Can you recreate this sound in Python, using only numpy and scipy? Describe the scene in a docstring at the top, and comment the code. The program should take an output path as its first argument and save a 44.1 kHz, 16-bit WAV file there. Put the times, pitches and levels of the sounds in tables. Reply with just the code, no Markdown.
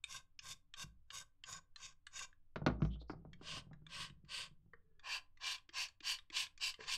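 """A small hollow plastic model part is smoothed by hand over a desk, in a quiet dry room.
First come seven strokes of a metal file: the blade lands with a tick, then its teeth catch the
plastic in tiny snaps that make the part ring. The file is put down, and the desk clacks and booms.
Next the grit of a sanding stick scrapes the part in three slow strokes. The fingers turn the part
with a dull pop and a faint rub, and seven quicker, harder strokes follow on another edge."""
import sys
import numpy as np
from scipy import signal
from scipy.fft import rfft, irfft, next_fast_len
from scipy.io import wavfile

SR = 44100
rng = np.random.default_rng(int(sys.argv[2]) if len(sys.argv) > 2 else 0)


def store_wav(level_fs):
    """Save 16-bit WAV to argv[1]."""
    pcm = np.round(np.clip(np.atleast_2d(level_fs), -1, 1) * 32767)
    wavfile.write(sys.argv[1], SR, pcm.T.astype(np.int16))


N = 307377

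# The broad tone colour of each sound: (frequency [Hz], level [dB])
AIR_SPECTRUM = [(120, -27.5), (200, -0.5), (721, -5), (1130, -6), (1330, -4.5), (1510, -10.5),
                (3120, -10.5), (5860, -26.5), (15000, -18.5)]
RUMBLE_SPECTRUM = [(40, -12.5), (100, 1), (155, -4), (200, -10.5), (300, -15.5), (450, -23), (900, -38.5),
                   (2000, -65.5)]
SWAY_SPECTRUM = [(5, -2.5), (12, 7.5), (25, -12), (55, -16.5), (100, -18), (300, -70)]
FINGER_SPECTRUM = [(200, -24.5), (450, 4), (700, -17.5), (1100, 0), (1750, -2), (2100, -30.5), (5000, -44)]
CLACK_SPECTRUM = [(100, -20.5), (300, -0.5), (520, -4.5), (750, -7.5), (1350, -3), (1900, -16.5),
                  (4500, -12.5), (7000, -18.5), (9500, -38), (15000, -57)]
TICK_SPECTRUM = [(200, -26.5), (600, -15.5), (1200, -1), (2700, 11.5), (4200, 9.5), (5800, -3.5),
                 (7300, 0.5), (8800, -21), (10000, -39), (15000, -54)]
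FILE_FRICTION = [(150, 4), (330, -28.5), (500, -2.5), (780, -8), (900, -20), (1350, -14.5), (2100, -3.5),
                 (3100, -5.5), (5200, -1), (6300, -3.5), (8200, -4), (9500, -7.5), (12000, -9),
                 (15500, -33.5)]
SLOW_FRICTION = [(150, -16.5), (350, -12.5), (580, -4), (860, -33.5), (1350, -18.5), (1900, 5.5), (2200, 4),
                 (2800, 14.5), (4800, 9.5), (6100, 0.5), (8800, 0.5), (10400, -18), (13000, -18.5),
                 (15500, -66)]
QUICK_FRICTION = [(200, -45), (480, -26), (800, -19.5), (900, -29), (1350, -25.5), (1900, -13.5),
                  (2200, -16), (2750, -4.5), (3900, -12), (5600, -20), (8000, -8.5), (10000, -18),
                  (12500, -19.5), (15500, -32.5)]
# Resonances, the narrow peaks (or dips) on top of that colour: (frequency [Hz], width [Hz], boost [dB])
AIR_HUM = [(286, 17, 22)]
RUMBLE_RESONANCES = [(162, 38, 14), (179, 25, 1.6)]
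FINGER_RESONANCES = [(420, 80, 28), (1710, 65, 15)]
CLACK_RESONANCES = [(263, 110, 10), (360, 210, 4.5), (560, 110, -2.5), (636.5, 55, 9), (775, 100, 8),
                    (920, 46, -1), (1230, 57, -1), (1280, 35, -0.5), (1473, 55, 3.5), (2150, 590, 8),
                    (2530, 200, 0)]
TICK_RESONANCES = [(1165, 60, 13.5), (1673, 230, 9), (3713, 150, 6), (3960, 250, -10), (7220, 220, -10)]
FILE_RESONANCES = [(1075, 314, 33), (1559, 170, 25), (2820, 240, 4), (3681, 130, 11), (4055, 180, -21),
                   (4550, 96, 4), (6800, 570, 8.5)]
SLOW_RESONANCES = [(1060, 510, 41.5), (1562, 140, 16.5), (3360, 180, -1), (3960, 220, -5)]
QUICK_RESONANCES = [(1042, 270, 25), (1630, 280, 12), (2375, 310, 8.5), (2934, 1100, 8), (4760, 1160, 15),
                    (4980, 290, -16.5), (5443, 1800, 14.5)]
# The room's echo; a fade time, or t60, is how long a drop of 60 dB takes: (frequency [Hz], fade time [s])
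ROOM_FADE = [(200, 0.42), (1200, 0.22), (3500, 0.16), (8000, 0.13), (15000, 0.22)]
# The desk rumbles as the forearms settle on it after the change of tools: (time [s], level [dB])
LEANING = [(3.1, -53), (3.226, -62.5), (4.316, -74.5), (4.586, -77), (5.0, -90.5)]
# Fingertips slide as the part is turned: (time [s], level [dB])
FINGER_RUB = [(4.725, -120), (4.74, -76.5), (4.79, -87), (4.87, -83.5), (4.99, -85.5), (5.05, -120)]
# Tools slide over the mat as they are swapped: (time [s], length [s], pitch [Hz], level [dB])
SLIDES = [(2.783, 0.13, 5600, -75), (2.89, 0.087, 3170, -63.5), (2.986, 0.06, 3870, -65),
          (3.07, 0.081, 4750, -67.5)]
# The part shifts in the fingers: (time [s], level [dB], pitch [Hz])
GRIP_POPS = [(4.735, -58, 472), (5.692, -60.5, 330), (6.008, -58.5, 310), (6.303, -56, 320),
             (6.578, -82, 356), (6.792, -50, 460), (6.808, -49, 436)]
# The tones the desk top rings with: (frequency [Hz], level [dB], fade time [s])
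DESK_TONES = [(57.34, -4, 0.64), (109.5, -11, 0.33), (153, 1.5, 0.2), (189, -2, 0.14), (233, -7, 0.054),
              (273, -13, 0.047), (282, -12, 0.057), (325, -2.5, 0.099), (676, -13, 0.11), (782, -20, 0.09),
              (1270, -22.5, 0.078), (1334, -14.5, 0.04), (1460, -19, 0.097), (2080, -27.5, .07)]
# Blows on the desk: (time [s], thud gain [dB], clack level [dB], clack's treble limit [Hz])
KNOCKS = [(0.841, -46.5, -86, 890), (2.559, -43.5, -41, 3270), (2.569, -58, -54, 1470),
          (2.617, -35.5, -50.5, 866), (2.6639, -31, -28.5, 3940), (2.6768, -53, -33.5, 1770),
          (2.7, -36.5, -46.5, 2350), (2.804, -64, -57, 1160), (2.82, -30.5, -41.5, 2640),
          (2.824, -21, -55, 484), (2.85, -54.5, -49, 4000), (2.957, -64, -64, 917),
          (3.015, -66.5, -60.5, 775), (3.097, -47, -42, 1940), (3.133, -54, -53.5, 1110),
          (3.25, -50, -56.5, 800), (3.412, -64, -55, 1200), (3.53, -53.5, -63, 1110),
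          (3.569, -56.5, -55.5, 1210), (3.667, -51.5, -75.5, 980), (3.712, -49.5, -61, 1120),
          (3.744, -60, -74, 1220), (3.819, -57, -79.5, 1380), (4.002, -55.5, -72, 1200),
          (4.101, -51, -86, 1200), (4.238, -56.5, -97, 1200), (4.511, -60.5, -86.5, 1195),
          (4.66, -63, -85, 1200)]
# The tool lands or catches an edge:
# (time [s], click level [dB], ring over click [dB], hiss over click [dB], boosted pitch [Hz])
TICKS = [(0.0401, -44, -19.5, -11, 3700), (0.391, -51, -16, -45, 3480), (0.739, -52.5, -9, -21, 2750),
         (0.796, -57, -30, -9, 5600), (1.104, -52.5, -6.5, -32, 3640), (1.438, -52, -12, -33, 4000),
         (1.76, -54, -9, -23.5, 4540), (2.068, -57, 1, -9.5, 1550), (2.191, -52.5, -5, -5.5, 3000),
         (2.329, -83, 13.5, -28, 1700), (3.332, -62.5, -3, -34, 1860), (3.732, -75.5, 9.5, -35, 1070),
         (3.866, -58, -6.5, -27, 3320), (4.099, -64, -8, -20, 3000), (4.248, -80.5, -4, -31, 2860),
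         (4.462, -62, -21, -13.5, 3580), (4.735, -82.5, 25.5, -27, 1434), (4.995, -69, 0, -36, 2420),
         (5.373, -72, -1.5, -32, 1980), (5.582, -62.5, -11, -18, 3020), (5.691, -61, -4, -41, 1850),
         (5.886, -60, -10, -18, 4460), (6.005, -59.5, -10, -41, 2430), (6.187, -56.5, -7.5, -26, 3070),
         (6.301, -58, -9.5, -30, 3523), (6.467, -58, -6.5, -18, 3240), (6.577, -61.5, -11, -26, 2370),
         (6.741, -54.5, -12, -34, 4600), (6.806, -61, 4, -30, 1690), (6.838, -62, 4, -34, 1770),
         (6.881, -51.5, -3, -25, 2800)]
# Moves of the tool: (start [s], fastest moment [s], end [s], scrape level [dB], ring over scrape [dB],
# hiss over scrape [dB], pitch boosted by the point of contact [Hz], its boost [dB], desk rumble [dB])
FILE_STROKES = [(0.05, 0.146, 0.22, -52, -9, -14, 3720, 9, -70),
                (0.409, 0.511, 0.55, -49.5, -10, -14.5, 3650, 7.5, -64),
                (0.756, 0.824, 0.85, -50, -6, -11.5, 3625, 10, -61),
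                (1.097, 1.176, 1.243, -49.5, -8, -12.5, 3590, 8.5, -75),
                (1.45, 1.511, 1.606, -50.5, -4.5, -18, 3800, 4.5, -65),
                (1.763, 1.842, 1.943, -56.5, -9, -24.5, 5600, 4.5, -76.5),
                (2.104, 2.212, 2.268, -51.5, -7, -19, 2960, 3.5, -70)]
SLOW_STROKES = [(3.406, 3.553, 3.622, -48.5, -7.5, -19, 640, 12, -64.5),
                (3.881, 3.992, 4.11, -48.5, -7, -14.5, 4430, 2.5, -68.5),
                (4.275, 4.368, 4.492, -46, -10.5, -14, 4560, 6.8, -74)]
QUICK_STROKES = [(5.024, 5.137, 5.212, -42.5, -7, -21.5, 2650, 5.7, -90),
                 (5.395, 5.492, 5.59, -40.5, -11, -20, 3800, 1.9, -99),
                 (5.72, 5.805, 5.89, -40.5, -12.3, -20, 2480, 1, -91),
                 (6.02, 6.094, 6.188, -39.5, -14.5, -16, 4420, 1.7, -87),
                 (6.312, 6.389, 6.485, -39.5, -13.5, -16.5, 3500, 2.4, -78),
                 (6.593, 6.652, 6.74, -38.3, -17.5, -17, 4759, 3.6, -86),
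                 (6.777, 6.832, 6.885, -58.5, -3, -43, 433, 18, -73),
                 (6.851, 6.935, 6.985, -39.5, -14, -15.5, 4700, 3.1, -74.5)]


def from_db(db):
    """Turn decibels into a number to multiply a sound by."""
    return 10 ** (np.asarray(db) / 20)


def rms(x):
    """The average strength of a sound (root mean square)."""
    return np.sqrt(np.mean(x ** 2) + 1e-24)


def at_hz(points, hz):
    """Read between the rows of a table, with every octave equally wide."""
    frequencies, values = np.transpose(points)
    return np.interp(np.log(np.maximum(hz, 1)), np.log(frequencies), values)


def keep_band(x, hz, kind, order=2):
    """Keep the lows, the highs or a band in between."""
    return signal.sosfilt(signal.butter(order, hz, kind, fs=SR, output="sos"), x)


def drift(rate_hz):
    """A random wobble of strength 1 that heads for a new value rate_hz times a second."""
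    wobble = np.interp(np.arange(N) / SR * rate_hz, np.arange(N), rng.standard_normal(N))
    return wobble / rms(wobble)


def response(spectrum, resonances=(), size=8192):
    """How an object with this colour and these resonances answers one sharp tap."""
    hz = np.arange(size // 2 + 1) * SR / size
    peaks_db = sum(db / (1 + (2 * (hz - centre) / width) ** 2) for centre, width, db in resonances)
    cepstrum = irfft(np.log(from_db(at_hz(spectrum, hz) + peaks_db)))
    # folding the second half onto the first puts all the ringing after the tap
    cepstrum[1:size // 2] *= 2
    cepstrum[size // 2 + 1:] = 0
    return irfft(np.exp(rfft(cepstrum)))


def through(x, tap_response):
    """Pass a sound through an object or a room."""
    return signal.fftconvolve(x, tap_response)[:len(x)]


def noise(spectrum, resonances=()):
    """Noise of a given colour and strength 1."""
    x = through(rng.standard_normal(N), response(spectrum, resonances))
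    return x / rms(x)


def add(out, start_s, sound):
    """Mix a sound in at a given time."""
    i = int(start_s * SR)
    out[i:i + len(sound)] += sound[:N - i]


def split_bands(x):
    """Split a sound into the hollow ring (low), the bite (middle) and the fine hiss (high)."""
    size = next_fast_len(len(x) + 512)
    hz, spectrum = np.arange(size // 2 + 1) * SR / size, rfft(x, size)
    below_bite, below_hiss = (1 / (1 + (hz / edge_hz) ** 18) for edge_hz in (2000, 7800))
    shares = below_bite, below_hiss - below_bite, 1 - below_hiss
    return [irfft(spectrum * share, size)[:len(x)] for share in shares]


def strike(chatter, t60, size=6000):
    """One sharp push followed by a quickly dying chatter."""
    force = chatter * rng.standard_normal(size) * from_db(-60 * np.arange(size) / SR / t60)
    force[0] += 1
    return force


def grip(resonances, shift, fine_db, fine_width_hz, count=70):
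    """Each new hold on the part retunes its main resonances a little and brings out other small ones."""
    main = [(hz * np.exp(shift * rng.standard_normal()), width, db) for hz, width, db in resonances]
    fine_hz = np.geomspace(1900, 15000, count) * rng.uniform(.985, 1.015, count)
    widths = fine_width_hz * np.sqrt(fine_hz / 4000)  # wider above 4000 Hz, narrower below
    return main + list(zip(fine_hz, widths, fine_db * rng.standard_normal(count)))


def hand_speed(start, fastest, end, creep=0.05):
    """The hand speeds up to about 1 and slows down again, creeping a little at either end."""
    t = np.arange(N) / SR
    arch = np.sin(np.pi * np.interp(t, [start, fastest, end], [0, .5, 1]))
    touching = np.interp(t, [start - 0.035, start, end, end + 0.0086], [0, 1, 1, 0])
    return np.hypot(arch, creep) * touching


def room(x, delay_s, echo_db=-16.5):
    """The room adds a faint wash of echo that dies sooner in the treble than in the bass."""
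    t, edges = np.arange(SR // 2) / SR, np.geomspace(150, 16000, 8)
    tail = 0
    for low, high in zip(edges, edges[1:]):
        fade = from_db(-60 * t / at_hz(ROOM_FADE, np.sqrt(low * high)))
        tail += keep_band(rng.standard_normal(len(t)), [low, high], "band") * fade
    tail *= np.clip(t / delay_s - 1, 0, 1)
    return x + from_db(echo_db) * through(x, tail / np.linalg.norm(tail))


def room_air(level_db=-94):
    """The air in the room gives a steady hush with a faint hum."""
    return from_db(level_db) * noise(AIR_SPECTRUM, AIR_HUM)


def arm_rumble(rest_db=-92.5, sway_db=-65, swell_db=2.5, lag_s=0.027):
    """The working arms shake the desk and sway the microphone standing on it, stroke by stroke."""
    times, lean_db = np.transpose(LEANING)
    shake = from_db(rest_db) + np.interp(np.arange(N) / SR, times, from_db(lean_db), left=0, right=0)
    effort, carry = 0, np.exp(-1 / (lag_s * SR))
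    for start, fastest, end, *_, rumble_db in FILE_STROKES + SLOW_STROKES + QUICK_STROKES:
        # the desk picks up each push a little late and lets it die away
        push = signal.lfilter([1 - carry], [1, -carry], hand_speed(start, fastest, end) ** 2 + 1e-12)
        shake += from_db(rumble_db) * push
        effort += push
    rumble = shake * noise(RUMBLE_SPECTRUM, RUMBLE_RESONANCES)
    sway = from_db(sway_db + swell_db * effort) * noise(SWAY_SPECTRUM)
    return rumble + sway


def finger_rub(rough_db=2.0):
    """Skin drags unevenly on the plastic and makes the hollow inside sound."""
    level_db = np.interp(np.arange(N) / SR, *np.transpose(FINGER_RUB))
    return from_db(level_db + rough_db * drift(59)) * noise(FINGER_SPECTRUM, FINGER_RESONANCES)


def tool_slides(rough_db=2.5):
    """A tool scuffs over the cutting mat in short, uneven swishes."""
    out, roughness = np.zeros(N), from_db(rough_db * drift(210))
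    for start, length, hz, db in SLIDES:
        swish = keep_band(rng.standard_normal(SR // 2), [hz * 0.92, hz * 1.116], "band")
        swell = np.hanning(int(length * SR))
        add(out, start, from_db(db) * swell * swish[:len(swell)] / rms(swish))
    return out * roughness / rms(roughness)


def grip_pops(t60=0.062, lower_ratio=0.51, lower_db=-17.0):
    """The shifting part pops with two low tones, which the fingers muffle at once."""
    out, t = np.zeros(N), np.arange(SR // 5) / SR
    for start, db, hz in GRIP_POPS:
        phase = 2 * np.pi * hz * t
        tones = np.sin(phase) + from_db(lower_db) * np.sin(phase * lower_ratio)
        add(out, start, from_db(db - 60 * t / t60) * tones)
    return out


def desk_knocks(press_s=0.00072):
    """Each blow sets the desk top booming under a short clack."""
    out, t = np.zeros(N), np.arange(SR) / SR
    boom = sum(from_db(db - 60 * t / t60) * np.sin(2 * np.pi * hz * t) for hz, db, t60 in DESK_TONES)
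    boom *= 1 - np.exp(-t / press_s)
    surface = response(CLACK_SPECTRUM, CLACK_RESONANCES)
    for start, thud_db, clack_db, limit_hz in KNOCKS:
        clack = through(strike(chatter=0.16, t60=0.053), surface)
        clack = keep_band(clack, limit_hz, "low", order=3)
        add(out, start, from_db(clack_db) * clack / rms(clack[:SR // 100]))
        # a softer blow wakes only the lower tones
        add(out, start, from_db(thud_db) * keep_band(boom, limit_hz * 0.16, "low"))
    return keep_band(out, 63, "high", order=4)  # the deepest lows are cut away, which also thins the lowest boom


def tool_ticks(landing_s=0.001, lead_samples=220, click_samples=530):
    """A landing tool grazes the part, then strikes; where it lands boosts one resonance."""
    out = np.zeros(N)
    rise = np.exp(-np.arange(lead_samples)[::-1] / SR / landing_s)
    for time, click_db, ring_db, hiss_db, hz in TICKS:
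        graze = 0.063 * rng.standard_normal(lead_samples) * rise
        force = np.concatenate([graze, strike(chatter=0.35, t60=0.032)])
        held = grip(TICK_RESONANCES, shift=0.0067, fine_db=4.5, fine_width_hz=259)
        click = through(force, response(TICK_SPECTRUM, held + [(hz, 380, 5)]))
        for band, band_db in zip(split_bands(click), (ring_db, 0, hiss_db)):
            strength = rms(band[lead_samples:lead_samples + click_samples])
            add(out, time - lead_samples / SR, band / strength * from_db(click_db + band_db))
    return out


def scrape(strokes, friction, resonances, snaps_per_s, snap_spread_db, judder_db, judder_hz,
           wander_db, fine_db, speed_powers, ring_lead_s, hiss_lag_s, contact_width_hz=235):
    """Teeth or grit catch the plastic in tiny snaps that ring the part; faster is louder and brighter."""
    out = np.zeros(N)
    caught = rng.random(N) < snaps_per_s / SR
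    snaps = caught * rng.choice([-1, 1], N)
    snaps = snaps * from_db(snap_spread_db * np.minimum(rng.exponential(1, N), 4))
    snaps *= from_db(judder_db * drift(judder_hz))  # the tool grips and slips as it travels
    # the point of contact wanders, so ring, bite and hiss each swell a little on their own
    wanders = [wander_db * drift(60) for _ in range(3)]
    for start, fastest, end, scrape_db, ring_db, hiss_db, contact_hz, boost_db, _ in strokes:
        # the ring peaks before the bite (after it if the lead is negative); the hiss peaks after it
        speeds = [hand_speed(start, np.clip(fastest + delay, start, end), end)
                  for delay in (-ring_lead_s, 0, hiss_lag_s)]
        touching = speeds[1] > 0
        held = grip(resonances, shift=0.0034, fine_db=fine_db, fine_width_hz=59)
        body = response(friction, held + [(contact_hz, contact_width_hz, boost_db)])
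        bands = split_bands(through(snaps[touching], body))
        levels = ring_db, 0, hiss_db
        for band, db, wander, speed, power in zip(bands, levels, wanders, speeds, speed_powers):
            gain = speed[touching] ** power * from_db(scrape_db + db + wander[touching])
            out[touching] += gain * band / rms(band)
    return out


def scene():
    """Filing, the change of tools and sanding, heard close up in one channel."""
    filing = scrape(FILE_STROKES, FILE_FRICTION, FILE_RESONANCES, snaps_per_s=4000,
                    snap_spread_db=2.0, judder_db=1.5, judder_hz=151.3, wander_db=2.3, fine_db=4.5,
                    speed_powers=(1.15, 1.65, 2.3), ring_lead_s=0.0022, hiss_lag_s=0.003)
    slow_sanding = scrape(SLOW_STROKES, SLOW_FRICTION, SLOW_RESONANCES, snaps_per_s=12000,
                          snap_spread_db=2.5, judder_db=0.5, judder_hz=162, wander_db=0.95, fine_db=2.1,
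                          speed_powers=(1.1, 1.5, 2.2), ring_lead_s=-0.01, hiss_lag_s=0.012)
    quick_sanding = scrape(QUICK_STROKES, QUICK_FRICTION, QUICK_RESONANCES, snaps_per_s=14000,
                           snap_spread_db=2.0, judder_db=0.87, judder_hz=172.8, wander_db=0.7,
                           fine_db=3.5, speed_powers=(1.3, 1.95, 3.1),
                           ring_lead_s=0.016, hiss_lag_s=0.016)
    handling = grip_pops() + finger_rub() + tool_slides()
    handwork = filing + slow_sanding + quick_sanding + tool_ticks() + handling
    desk = desk_knocks()
    background = arm_rumble() + room_air()
    return (room(handwork, delay_s=0.0058) + room(desk, delay_s=0.0062) + background)[None]


def record(dry, cutoff_hz=15650):
    """The very highest treble is cut off steeply."""
    return signal.sosfilt(signal.ellip(10, .1, 80, cutoff_hz, fs=SR, output="sos"), dry)


dry = scene()
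out = record(dry)
store_wav(out)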